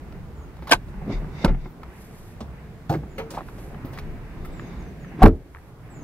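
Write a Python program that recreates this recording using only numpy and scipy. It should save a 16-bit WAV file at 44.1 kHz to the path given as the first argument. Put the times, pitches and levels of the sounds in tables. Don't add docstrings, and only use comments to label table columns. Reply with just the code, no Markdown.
import sys
import numpy as np
from scipy import signal
from scipy.fft import rfft, irfft, next_fast_len
from scipy.io import wavfile
from scipy.ndimage import uniform_filter1d

SR = 44100
rng = np.random.default_rng(int(sys.argv[2]) if len(sys.argv) > 2 else 0)


def digitize_waveform(pressure):
    field = np.atleast_2d(pressure).T
    bounded = np.clip(field, -1, 1)
    quanta = np.round(bounded * 32767).astype(np.int16)
    wavfile.write(sys.argv[1], SR, quanta)


def volts_from_decibels(level):
    exponent = np.asarray(level, float) / 20
    return 10 ** exponent


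N = 265923
LONG = next_fast_len(N)
T = np.arange(2 ** 14) / SR


def unit(x):
    return x / np.sqrt(np.mean(x ** 2) + 1e-30)


def band(x, lo_hz, hi_hz):
    return signal.sosfilt(signal.butter(2, [lo_hz, min(hi_hz, 20000)], "bandpass", fs=SR, output="sos"), x)


def on_log(hz, table):
    table_hz, values = np.transpose(table)
    return np.interp(np.log(hz + 1), np.log(table_hz), values)


def fade(t60):
    return np.exp(-np.log(1000) * T / max(t60, .002))


def walk(rate):
    hold = int(SR / rate)
    levels = np.repeat(rng.standard_normal(N // hold + 1), hold)
    return 0.67 * uniform_filter1d(uniform_filter1d(levels, hold), hold)[:N]


def add(out, s, pair):
    i = int(s * SR)
    out[:, i:i + pair.shape[1]] += pair[:, :N - i]


def strokes(table):
    t = np.linspace(0, N / SR, num=N // 20)
    gain = 0
    for s, db, swell_s, fade_s in table:
        away = np.maximum((s - t) / max(swell_s, .002), (t - s) / max(fade_s, .002))
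        gain = gain + volts_from_decibels(db - 20 * away ** 1.32)
    return np.interp(np.arange(N) / SR, t, gain)


def pushed(table):
    out = np.zeros((2, N))
    for s, size, hz, push_s, t60 in table:
        swing = (1 - np.exp(-T / push_s)) * fade(t60) * np.sin(2 * np.pi * hz * T)
        add(out, s, size * swing / np.abs(swing).max() * np.ones((2, 1)))
    return out


def ports(near, scattered, pan_db, turn_hz, scatter_db, treble_db=0.):
    hz = np.arange(len(near) // 2 + 1) * SR / len(near)
    lead = np.exp(.5j * np.pi * np.tanh(hz / turn_hz))
    lead = lead * volts_from_decibels(treble_db * np.tanh((hz / 4500) ** 2))
    side = volts_from_decibels(scatter_db) * band(scattered, 1120, 24000)
    left = irfft(rfft(near) * lead, len(near)) + side
    return np.array([left, near - side]) * volts_from_decibels(np.array([[pan_db], [-pan_db]]) / 2)


def blow(modes, dense, peak_db, crack_db, surface, t60, noise):
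    rattle = noise * fade(t60) * np.minimum(T / 0.0017, 1)
    lo_hz, hi_hz, dense_db, dense_t60 = dense
    ring = unit(sum(volts_from_decibels(db) * fade(tail) * np.sin(2 * np.pi * hz * T) for hz, db, tail in modes))
    mid_hz = np.sqrt(lo_hz * hi_hz)
    crowd = band(noise[::-1], lo_hz, mid_hz) * fade(dense_t60)
    crowd = crowd + 0.99 * band(noise[::-1], mid_hz, hi_hz) * fade(0.25 * dense_t60)
    ring = ring + volts_from_decibels(dense_db) * unit(crowd)
    first_contact = 3.3 * (T == T[20])
    force = rattle * (1 + 2.7 * fade(0.0019)) + first_contact
    body = band(signal.fftconvolve(force, ring)[:len(T)], 0.63 * lo_hz, 1.85 * hi_hz)
    scrape = rattle + 0.18 * noise * fade(2.6 * t60) * np.minimum(T / 0.01, 1)
    fizz_lo_hz, fizz_hi_hz, fizz_db = surface
    crack = volts_from_decibels(crack_db) * 0.57 * band(scrape, 1600, 5430)
    fizz = volts_from_decibels(crack_db + fizz_db) * 3.3 * band(scrape, fizz_lo_hz, fizz_hi_hz)
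    return volts_from_decibels(peak_db) * body / np.abs(body).max() + crack + fizz


def knocks(table, modes, dense, turn_hz, scatter_db, surface, pan_db, treble_db=0.):
    out = np.zeros((2, N))
    for (s, peak_db, scrape_db, t60), noise in zip(table, rng.standard_normal((len(table), 2, len(T)))):
        near, scattered = (blow(modes, dense, peak_db, scrape_db, surface, t60, n) for n in noise)
        add(out, s, ports(near, scattered, pan_db, turn_hz, scatter_db, treble_db))
    return out


def air():
    # [t/s, swell/dB]
    air_swell = [(0, 3), (.34, 1.5), (.81, 0.5), (.99, 2), (1.16, 7.5), (1.28, 6.5), (1.41, 6.5),
                 (1.59, 1.5), (2.18, 0.4), (2.6, 1), (3.02, 1.7), (3.41, 3), (4.05, 5.5), (4.26, 3.5),
                 (4.55, 6.5), (4.94, 4.5), (5.6, -1), (6.03, 6)]
    # [f/Hz, density/dB per Hz]
    air_colour = [(12, -38), (20, -4.5), (75, -7), (117, -3), (156, -0.5), (234, -9.5), (283, -10.5),
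                  (311, -12), (351, -10), (514, -22), (828, -23), (1240, -27), (2100, -31), (2600, -35.5),
                  (6000, -58), (7800, -79), (13200, -120)]
    # [f/Hz, density/dB per Hz]
    hiss_colour = [(3000, 0), (4000, -3.5), (5000, -5.5), (6300, -8), (8000, -9.5), (10000, -10),
                   (13000, -10), (15900, -10)]
    # [f/Hz, left-right correlation]
    likeness = [(60, 0.88), (130, 0.95), (290, 0.96), (640, 0.8), (1410, 0.42), (3100, -0.06), (6820, 0),
                (15000, 0)]
    range_edges = [20, 80, 400, 3000, 15900]
    # [resting level/dB, share of the swell (1 = all of it), flicker/dB]
    air_ranges = [
        (-43, 0.83, 10.5),
        (-43.5, 1.09, 5),
        (-51, 0.8, 3.5),
        (-64.5, 0.29, 0),
    ]
    # [t/s, depth/dB, recovery/s]
    ducks = [
        (1.45, -2.5, 0.27),
        (5.25, -3.5, 0.91),
    ]
    hz, t = np.arange(LONG // 2 + 1) * SR / LONG, np.arange(N) / SR
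    alike = np.clip(on_log(hz, likeness), -.9, .99)
    mid, side = rfft(rng.standard_normal((2, LONG))) * np.sqrt([1 + alike, 1 - alike])
    pair, out = np.array([mid + side, mid - side]), 0
    swell_s, swell_db = np.transpose(air_swell)
    swell = np.interp(t, swell_s, swell_db, 0, 0)
    for k, (rest_db, share, flicker_db) in enumerate(air_ranges):
        edges = np.geomspace(range_edges[k], range_edges[k + 1], num=4)
        shaped = pair * volts_from_decibels(on_log(hz, hiss_colour if k == 3 else air_colour))
        parts = 0
        for lo, hi in zip(edges, edges[1:]):
            piece = irfft(shaped * (hz >= lo) * (hz < hi), LONG)[:, :N]
            parts = parts + piece * volts_from_decibels(flicker_db * walk(11))
        out = out + unit(parts) * volts_from_decibels(rest_db + share * swell)
    out = out + volts_from_decibels(-50.5) * unit(band(rng.standard_normal(N), 55.8, 61.8))
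    duck_db = sum(db * (t > s) * np.exp(-(np.maximum(t - s, 0) / back_s) ** 2) for s, db, back_s in ducks)
    return out * volts_from_decibels(duck_db + np.array([[-.6], [.6]]))


def bird():
    # [t/s, length/s, first f/Hz, last f/Hz, level/dB]
    whistles = [
        (0.348, 0.1, 7500, 6470, -75),
        (3.082, 0.13, 7550, 6260, -71),
        (4.515, 0.17, 8100, 6320, -70.5),
        (4.742, .04, 6450, 6750, -77),
        (4.785, .045, 7000, 6360, -69.5),
        (4.845, 0.054, 6460, 5930, -73),
        (4.997, 0.051, 7240, 6440, -72),
        (5.062, .035, 6280, 5850, -73),
        (5.898, 0.17, 8140, 5980, -65.5),
    ]
    song, t = 0, np.arange(N) / SR
    warble = 1 + .009 * walk(300)
    bend, edge_s, growth_db = 1.1, 0.0072, 4.5
    for s, length, first_hz, last_hz, db in whistles:
        u = np.clip((t - s) / length, 0, 1)
        sag = (1 - np.exp(-bend * u)) / (1 - np.exp(-bend))
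        hz = first_hz + (last_hz - first_hz) * sag
        edge = np.clip(np.minimum(t - s, s + length - t) / edge_s, 0, 1)
        song = song + volts_from_decibels(db + growth_db * u) * edge * np.sin(2 * np.pi * np.cumsum(hz * warble) / SR)
    song = np.sqrt(2) * song * volts_from_decibels(3.2 * walk(64))
    leaves = rng.standard_normal((2, len(T))) * fade(.22)
    echo = np.array([signal.fftconvolve(song, k / np.linalg.norm(k))[:N] for k in leaves])
    return song * volts_from_decibels(0) * np.array([[1.0], [1.0]]) * volts_from_decibels(np.array([[1.0], [-1.0]])) + volts_from_decibels(1.5) * echo


def clothing(grain):
    # [t/s of the peak, level/dB, swell/s, fade/s]
    cloth_rubs = [(2.02, -56, 0.16, 0.14), (2.18, -58, 0.13, 0.16), (2.28, -61, 0.091, 0.15),
                  (2.9, -62, 0.0045, 0.11), (3.33, -58, .01, 0.15), (3.48, -63, 0.046, 0.067),
                  (3.62, -56.5, 0.18, 0.17), (3.986, -59, 0.025, 0.031), (4.45, -53, 0.0098, 0.05),
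                  (5.364, -71, .015, .012), (5.57, -71, .45, 0.078), (5.688, -67.5, .2, 0.088),
                  (5.85, -70, .09, .3)]
    # [f/Hz, density/dB per Hz]
    cloth_colour = [(6000, -7), (8600, -6.5), (9500, -10), (10500, -4), (11100, -8), (11800, -1.5),
                    (12800, -10), (14600, -15)]
    # [t/s of the peak, level/dB, swell/s, fade/s]
    scuffs = [(2.897, -47, .003, .085), (3.185, -56, .006, .04), (3.307, -48, .003, .02),
              (2.406, -59, .003, .012), (3.38, -64, .01, .015), (.595, -68, .004, .01),
              (.676, -58, .004, .015), (3.852, -50, .004, .03), (3.88, -62, .03, .08),
              (3.93, -62, .035, .05), (4.452, -58, .01, .05), (1.7, -62, .056, .06)]
    # [t/s of the peak, level/dB, swell/s, fade/s]
    strap_pulls = [(.675, -56, .004, .03), (.895, -64, .03, .03), (2.406, -55, .003, .014),
                   (2.896, -50, .002, .014), (3.306, -41, .003, .024), (3.35, -55, .03, .06),
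                   (5.275, -41, .003, .007), (3.185, -50, .004, .02), (3.585, -62, .01, .02),
                   (3.935, -60, .03, .03), (3.975, -59, .006, .012)]
    hz = np.arange(LONG // 2 + 1) * SR / LONG
    late = np.exp(-2j * np.pi * hz * np.array([[0], [86e-6]]))
    rub = rfft(grain[1, 0], LONG) * late + 0.54 * rfft(grain[0], LONG)
    cloth = unit(irfft(rub * volts_from_decibels(on_log(hz, cloth_colour)), LONG)[:, :N])
    soles = unit(band(grain[0], 12500, 17000))
    strap = unit(band(grain[1], 3900, 10400))
    return cloth * strokes(cloth_rubs) + soles * strokes(scuffs) + strap * strokes(strap_pulls)


def upholstery(grain):
    # [t/s of the peak, level/dB, swell/s, fade/s]
    swishes = [
        (1.125, -43, 0.047, 0.079),
        (1.435, -42.5, 0.13, 0.019),
        (1.48, -46, 0.011, 0.034),
        (1.645, -57.5, 0.096, 0.072),
        (4.66, -57, 0.56, 0.47),
    ]
    # [f/Hz, width/Hz, level/dB]
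    swish_peaks = [(2130, 380, 3), (2640, 200, -8), (3530, 340, -4), (4570, 300, -9), (5300, 300, -11),
                   (6780, 200, -20)]
    # [t/s of the peak, level/dB, swell/s, fade/s]
    shudders = [
        (1.462, -29, .02, .04),
        (1.495, -30, .015, .05),
        (2.91, -33, .015, .04),
        (2.95, -29, .02, .025),
        (2.99, -42, .03, .07),
        (5.275, -19, .03, .03),
        (5.33, -36, .04, .11),
        (1.22, -40, .06, .08),
        (.625, -38, .01, .03),
    ]
    seat = sum(volts_from_decibels(db) * unit(band(grain[0], hz - width / 2, hz + width / 2)) for hz, width, db in swish_peaks)
    seat = unit(seat) + volts_from_decibels(-5.) * unit(band(band(grain[0], 1200, 5500), 500, 6000))
    both = grain[0].sum(axis=0)
    seat = seat + volts_from_decibels(4.0) * unit(band(both, 93, 550))
    padding = unit(band(band(both, 110, 480), 80, 650))
    return seat * strokes(swishes) + padding * strokes(shudders)


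def rumble_and_draught(grain):
    # [t/s of the peak, level/dB, swell/s, fade/s]
    rumbles = [
        (1.1, -24.5, 0.056, 0.07),
        (1.5, -31.5, 0.091, 0.094),
        (2.95, -39.5, 0.045, 0.18),
        (3.21, -35, 0.056, 0.11),
        (5.26, -16, 0.08, 0.068),
    ]
    # [t/s of the peak, level/dB, swell/s, fade/s]
    whoosh = [
        (5.218, -33.5, .043, .012),
    ]
    both = grain[1].sum(axis=0)
    shaking, draught = unit(band(both, 94, 290)), unit(band(both, 240, 930))
    return shaking * strokes(rumbles) + draught * strokes(whoosh)


def rubbing():
    grain = rng.standard_normal((2, 2, N)) * volts_from_decibels(2.0 * walk(140))
    return clothing(grain) + upholstery(grain) + rumble_and_draught(grain)


def ticks():
    # [t/s, peak/dB, ring f/Hz, scrape/dB, rattle t60/s]
    small_ticks = [(.124, -40, 1510, -34, 0.02), (0.567, -40, 920, -35, 0.02), (.59, -36.5, 785, -46, 0.031),
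                   (0.622, -34, 920, -41, 0.105), (0.653, -39, 690, -52, 0.062), (0.671, -30.5, 1310, -25, 0.033),
                   (0.678, -32, 1230, -33, 0.15), (0.6934, -22.5, 900, -19.5, 0.041), (.884, -39, 720, -47, 0.041),
                   (1.481, -32, 1500, -45, .012), (1.547, -33.5, 1310, -53, 0.011), (1.832, -31, 1400, -31, 0.021),
                   (3.305, -32.5, 670, -32, 0.13), (3.336, -30.5, 870, -37, 0.058), (3.345, -30, 910, -35, 0.15),
                   (3.3707, -26, 920, -50, 0.012), (3.3741, -28, 690, -50, 0.011), (3.381, -25.5, 990, -39, 0.058),
                   (3.407, -24, 1010, -34, 0.0087), (3.413, -32, 960, -44, 0.022),
                   (3.485, -33, 1300, -37, 0.03), (3.581, -38, 740, -42, 0.1), (3.745, -34, 1510, -55, 0.023),
            (3.847, -35, 304, -43, 0.19), (3.93, -38, 770, -39.5, 0.34), (3.975, -29.5, 1710, -29, 0.018),
            (3.985, -29.5, 1480, -24.5, 0.052), (4.448, -36, 1760, -38, 0.081),
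            (4.596, -26.5, 1750, -56, 0.0035), (5.046, -34.5, 1620, -45, 0.017),
            (5.119, -41, 1480, -54, 0.032), (5.548, -29, 1650, -61, 0.0076), (5.558, -37, 1500, -68, 0.024),
            (5.569, -37.5, 1740, -61, 0.01), (5.585, -41, 1610, -59, .008), (2.94, -29, 1750, -54, 0.075),
            (0.941, -36, 1300, -58, 0.017), (1.245, -37, 900, -50, 0.018)]
    out, table = np.zeros((2, N)), small_ticks
    fizz = (5200, 15500, -27)
    for (s, peak_db, hz, scrape_db, t60), noise in zip(table, rng.standard_normal((len(table), 2, len(T)))):
        dense = (.6 * hz, 1.22 * hz, -2, .014)
        near, scattered = (blow([(hz, 0, .0045)], dense, peak_db, scrape_db, fizz, t60, n) for n in noise)
        add(out, s, ports(near, scattered, -1.22, 2800, -10.0))
    return out


def cabin_air():
    # [t/s, signed peak 0-1, f/Hz, push/s, t60/s]
    seat_booms = [(.745, -.035, 36, .01, .29), (1.005, .03, 40, .006, .3), (1.129, -.1, 36, .06, .3),
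                  (1.47, .27, 31.5, .02, .33), (1.452, .12, 78, .004, .09), (1.486, -.07, 68, .01, .22),
                  (1.607, .04, 31, .01, .3), (2.9, .03, 62.6, .015, .71), (2.894, .03, 118, .006, .14),
                  (1.083, .028, 204, .012, .13), (3.846, .05, 258, .0027, .06)]
    # [t/s, signed peak (1 = full scale), f/Hz, push/s, t60/s]
    door_booms = [
        (5.221, .45, 48, .003, .06),
        (5.2305, -1.5, 35, .005, .14),
        (5.262, -.1, 36, .006, .3),
        (5.2455, .5, 98, .008, .13),
    ]
    return pushed(seat_booms + door_booms)


def panels():
    # [t/s, signed peak 0-1, f/Hz, push/s, t60/s]
    panel_rings = [(.7203, .5, 1555, .0008, .028), (.7275, .22, 1560, .001, .04),
                   (.7222, .24, 555, .001, .022), (.7345, .24, 900, .0008, .02),
                   (.736, .03, 120, .008, .08), (1.442, -.12, 200, .004, .08),
                   (1.4445, .12, 600, .001, .03), (1.4455, -.15, 910, .001, .035),
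                   (1.457, .12, 350, .002, .06), (2.8963, .17, 143, .004, .09),
                   (2.966, -.05, 150, .006, .16), (2.9045, .07, 760, .002, .04),
                   (2.951, -.13, 340, .003, .035), (3.3752, .11, 880, .0012, .018),
                   (5.2305, .35, 770, .002, .035), (1.489, -.08, 175, .004, .2),
                   (1.515, -.06, 133, .006, .25), (5.2195, -.4, 755, .004, .085),
                   (5.221, .17, 1125, .002, .05), (5.236, .45, 203, .004, .13),
                   (5.2547, -1., 332, .001, .065), (5.2725, .25, 62, .003, .1),
                   (5.277, .25, 268, .003, .12), (5.322, -.09, 75, .008, .1)]
    return pushed(panel_rings)


def shifting():
    # [t/s, body peak/dB, scrape/dB, rattle t60/s]
    shoe_knocks = [(1.013, -26.5, -62, 0.075), (1.075, -35, -62, 0.15), (1.094, -29, -64, 0.072),
                   (1.124, -31, -55.5, 0.1), (1.238, -29.5, -49, 0.03), (2.404, -26, -31.5, 0.087),
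                   (2.894, -13.5, -28.5, 0.13), (2.908, -18, -43, 0.16), (2.924, -19, -30, 0.053),
                   (2.936, -18.5, -33, 0.092), (2.953, -23.5, -36.5, 0.018), (3.033, -29.5, -60, 0.014)]
    # [f/Hz, level/dB, t60/s]
    sill_modes = [(96, -8, 0.039), (144.7, 14, 0.11), (207.7, 6, 0.144), (343, 7, 0.09), (456, -21, 0.041),
                  (585, 1, 0.076), (1010, 4, 0.028), (1500, 3, 0.024), (2300, -17, .025)]
    # [t/s, body peak/dB, scrape/dB, rattle t60/s]
    buckle_knocks = [
        (3.18, -22, -30.5, 0.11),
        (3.195, -32, -45, 0.14),
        (3.219, -54, -54, 0.031),
    ]
    # [f/Hz, level/dB, t60/s]
    buckle_modes = [(210, -9, .06), (450, 3, .35), (610, -2, .05), (900, -3, .035), (1300, -4, .03),
                    (1650, -7, .03), (2200, -7, .03)]
    shoes = knocks(shoe_knocks, sill_modes, (78, 654, 3.4, 0.088), 1250, -22.0, (7900, 8300, -24.5), -1.4)
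    buckle = knocks(buckle_knocks, buckle_modes, (420, 2000, 0.88, 0.12), 1500, -2.5, (5500, 16000, -24), -.4)
    return shoes + buckle


def seat():
    # [t/s, body peak/dB, scrape/dB, rattle t60/s]
    catch_blows = [
        (.708, -21, -34, 0.036),
        (.7125, -8.5, -21, 0.031),
        (.7165, -15.5, -31, 0.017),
        (.7205, -2.5, -16, 0.012),
        (.7235, -11, -20, 0.02),
        (.727, -10.5, -27, 0.03),
        (.7305, -9, -31, 0.022),
        (.734, -15, -24, 0.023),
        (.744, -21.5, -45, 0.052),
    ]
    # [f/Hz, level/dB, t60/s]
    catch_modes = [(340, -4, .04), (550, -1.5, .03), (856, -3, .025), (1177, -4, .025), (1550, 4.5, .024),
                   (2470, -8, .018), (2900, -11, .018), (3330, -9, .02)]
    # [t/s, body peak/dB, scrape/dB, rattle t60/s]
    backrest_blows = [
        (1.44, -17, -40, 0.088),
        (1.445, -7, -9, 0.036),
        (1.459, -13, -44, 0.017),
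        (1.478, -23, -51, 0.16),
        (1.657, -29, -44, 0.013),
    ]
    # [f/Hz, level/dB, t60/s]
    backrest_modes = [(106.5, -3, 0.15), (172, 9, 0.09), (220.4, 11.5, 0.018), (365, 6, 0.098),
                      (467, -7, 0.032), (555, 15.5, 0.033), (740, 11, 0.032), (846, 15, 0.037),
                      (1350, 11, 0.035), (2136, 6, 0.048)]
    catch = knocks(catch_blows, catch_modes, (420, 3400, 1.5, .04), 1700, 1, (5600, 11500, -7), -1.3, treble_db=7.0)
    backrest = knocks(backrest_blows, backrest_modes, (92, 1398, -3, 0.03), 2300, -16.0,
                      (4500, 11000, -29.5), -1.5)
    return catch + backrest


def door():
    # [t/s, body peak/dB, scrape/dB, rattle t60/s]
    latch_blows = [
        (5.212, -35, -44, 0.066),
        (5.2185, -7.5, -24, 0.019),
        (5.225, -8.5, -14, 0.022),
    ]
    # [f/Hz, level/dB, t60/s]
    latch_modes = [(770, 26, 0.02), (918, -23, 0.023), (1230, -27, 0.011)]
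    # [t/s, body peak/dB, scrape/dB, rattle t60/s]
    slam_blows = [
        (5.231, 5.5, -12, .032),
        (5.242, -7, -46, .012),
        (5.255, -3, -17.5, .029),
        (5.265, -17.5, -34, .023),
        (5.281, -23, -26, .016),
    ]
    # [f/Hz, level/dB, t60/s]
    door_modes = [(98, -14, 0.077), (162, -9, 0.13), (225, -4, 0.083), (266, -25, 0.072), (336, 6, 0.16),
                  (439.6, -1, 0.15), (598, -42, 0.11), (770, 1, 0.031), (1150, -41, 0.079),
                  (1480, -44, 0.017)]
    latch = knocks(latch_blows, latch_modes, (401, 1997, -17, -1), 4300, -21, (4500, 9000, -26), .1)
    slam = knocks(slam_blows, door_modes, (168, 1150, 0.75, 0.095), 3400, -14.0,
                  (6000, 15800, -23), -2.6, treble_db=7.0)
    return latch + volts_from_decibels(1.5) * slam


def scene():
    background = air() + bird()
    return background + rubbing() + ticks() + cabin_air() + panels() + shifting() + seat() + door()


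def low_pass(x):
    return signal.sosfilt(signal.butter(12, 15660, fs=SR, output="sos"), x)


def record(dry):
    corners_hz = [5., 19.]
    heard = np.array([signal.lfilter(*signal.butter(1, hz, "highpass", fs=SR), v) for hz, v in zip(corners_hz, dry)])
    flat = 0.96 * np.tanh(np.abs(heard / 0.93) ** 2.834) ** (1 / 2.773) * np.sign(heard)
    flat = signal.sosfilt(signal.ellip(10, .2, 70, 15700, fs=SR, output="sos"), flat)
    return low_pass(flat)


dry = scene()
out = record(dry)
digitize_waveform(out)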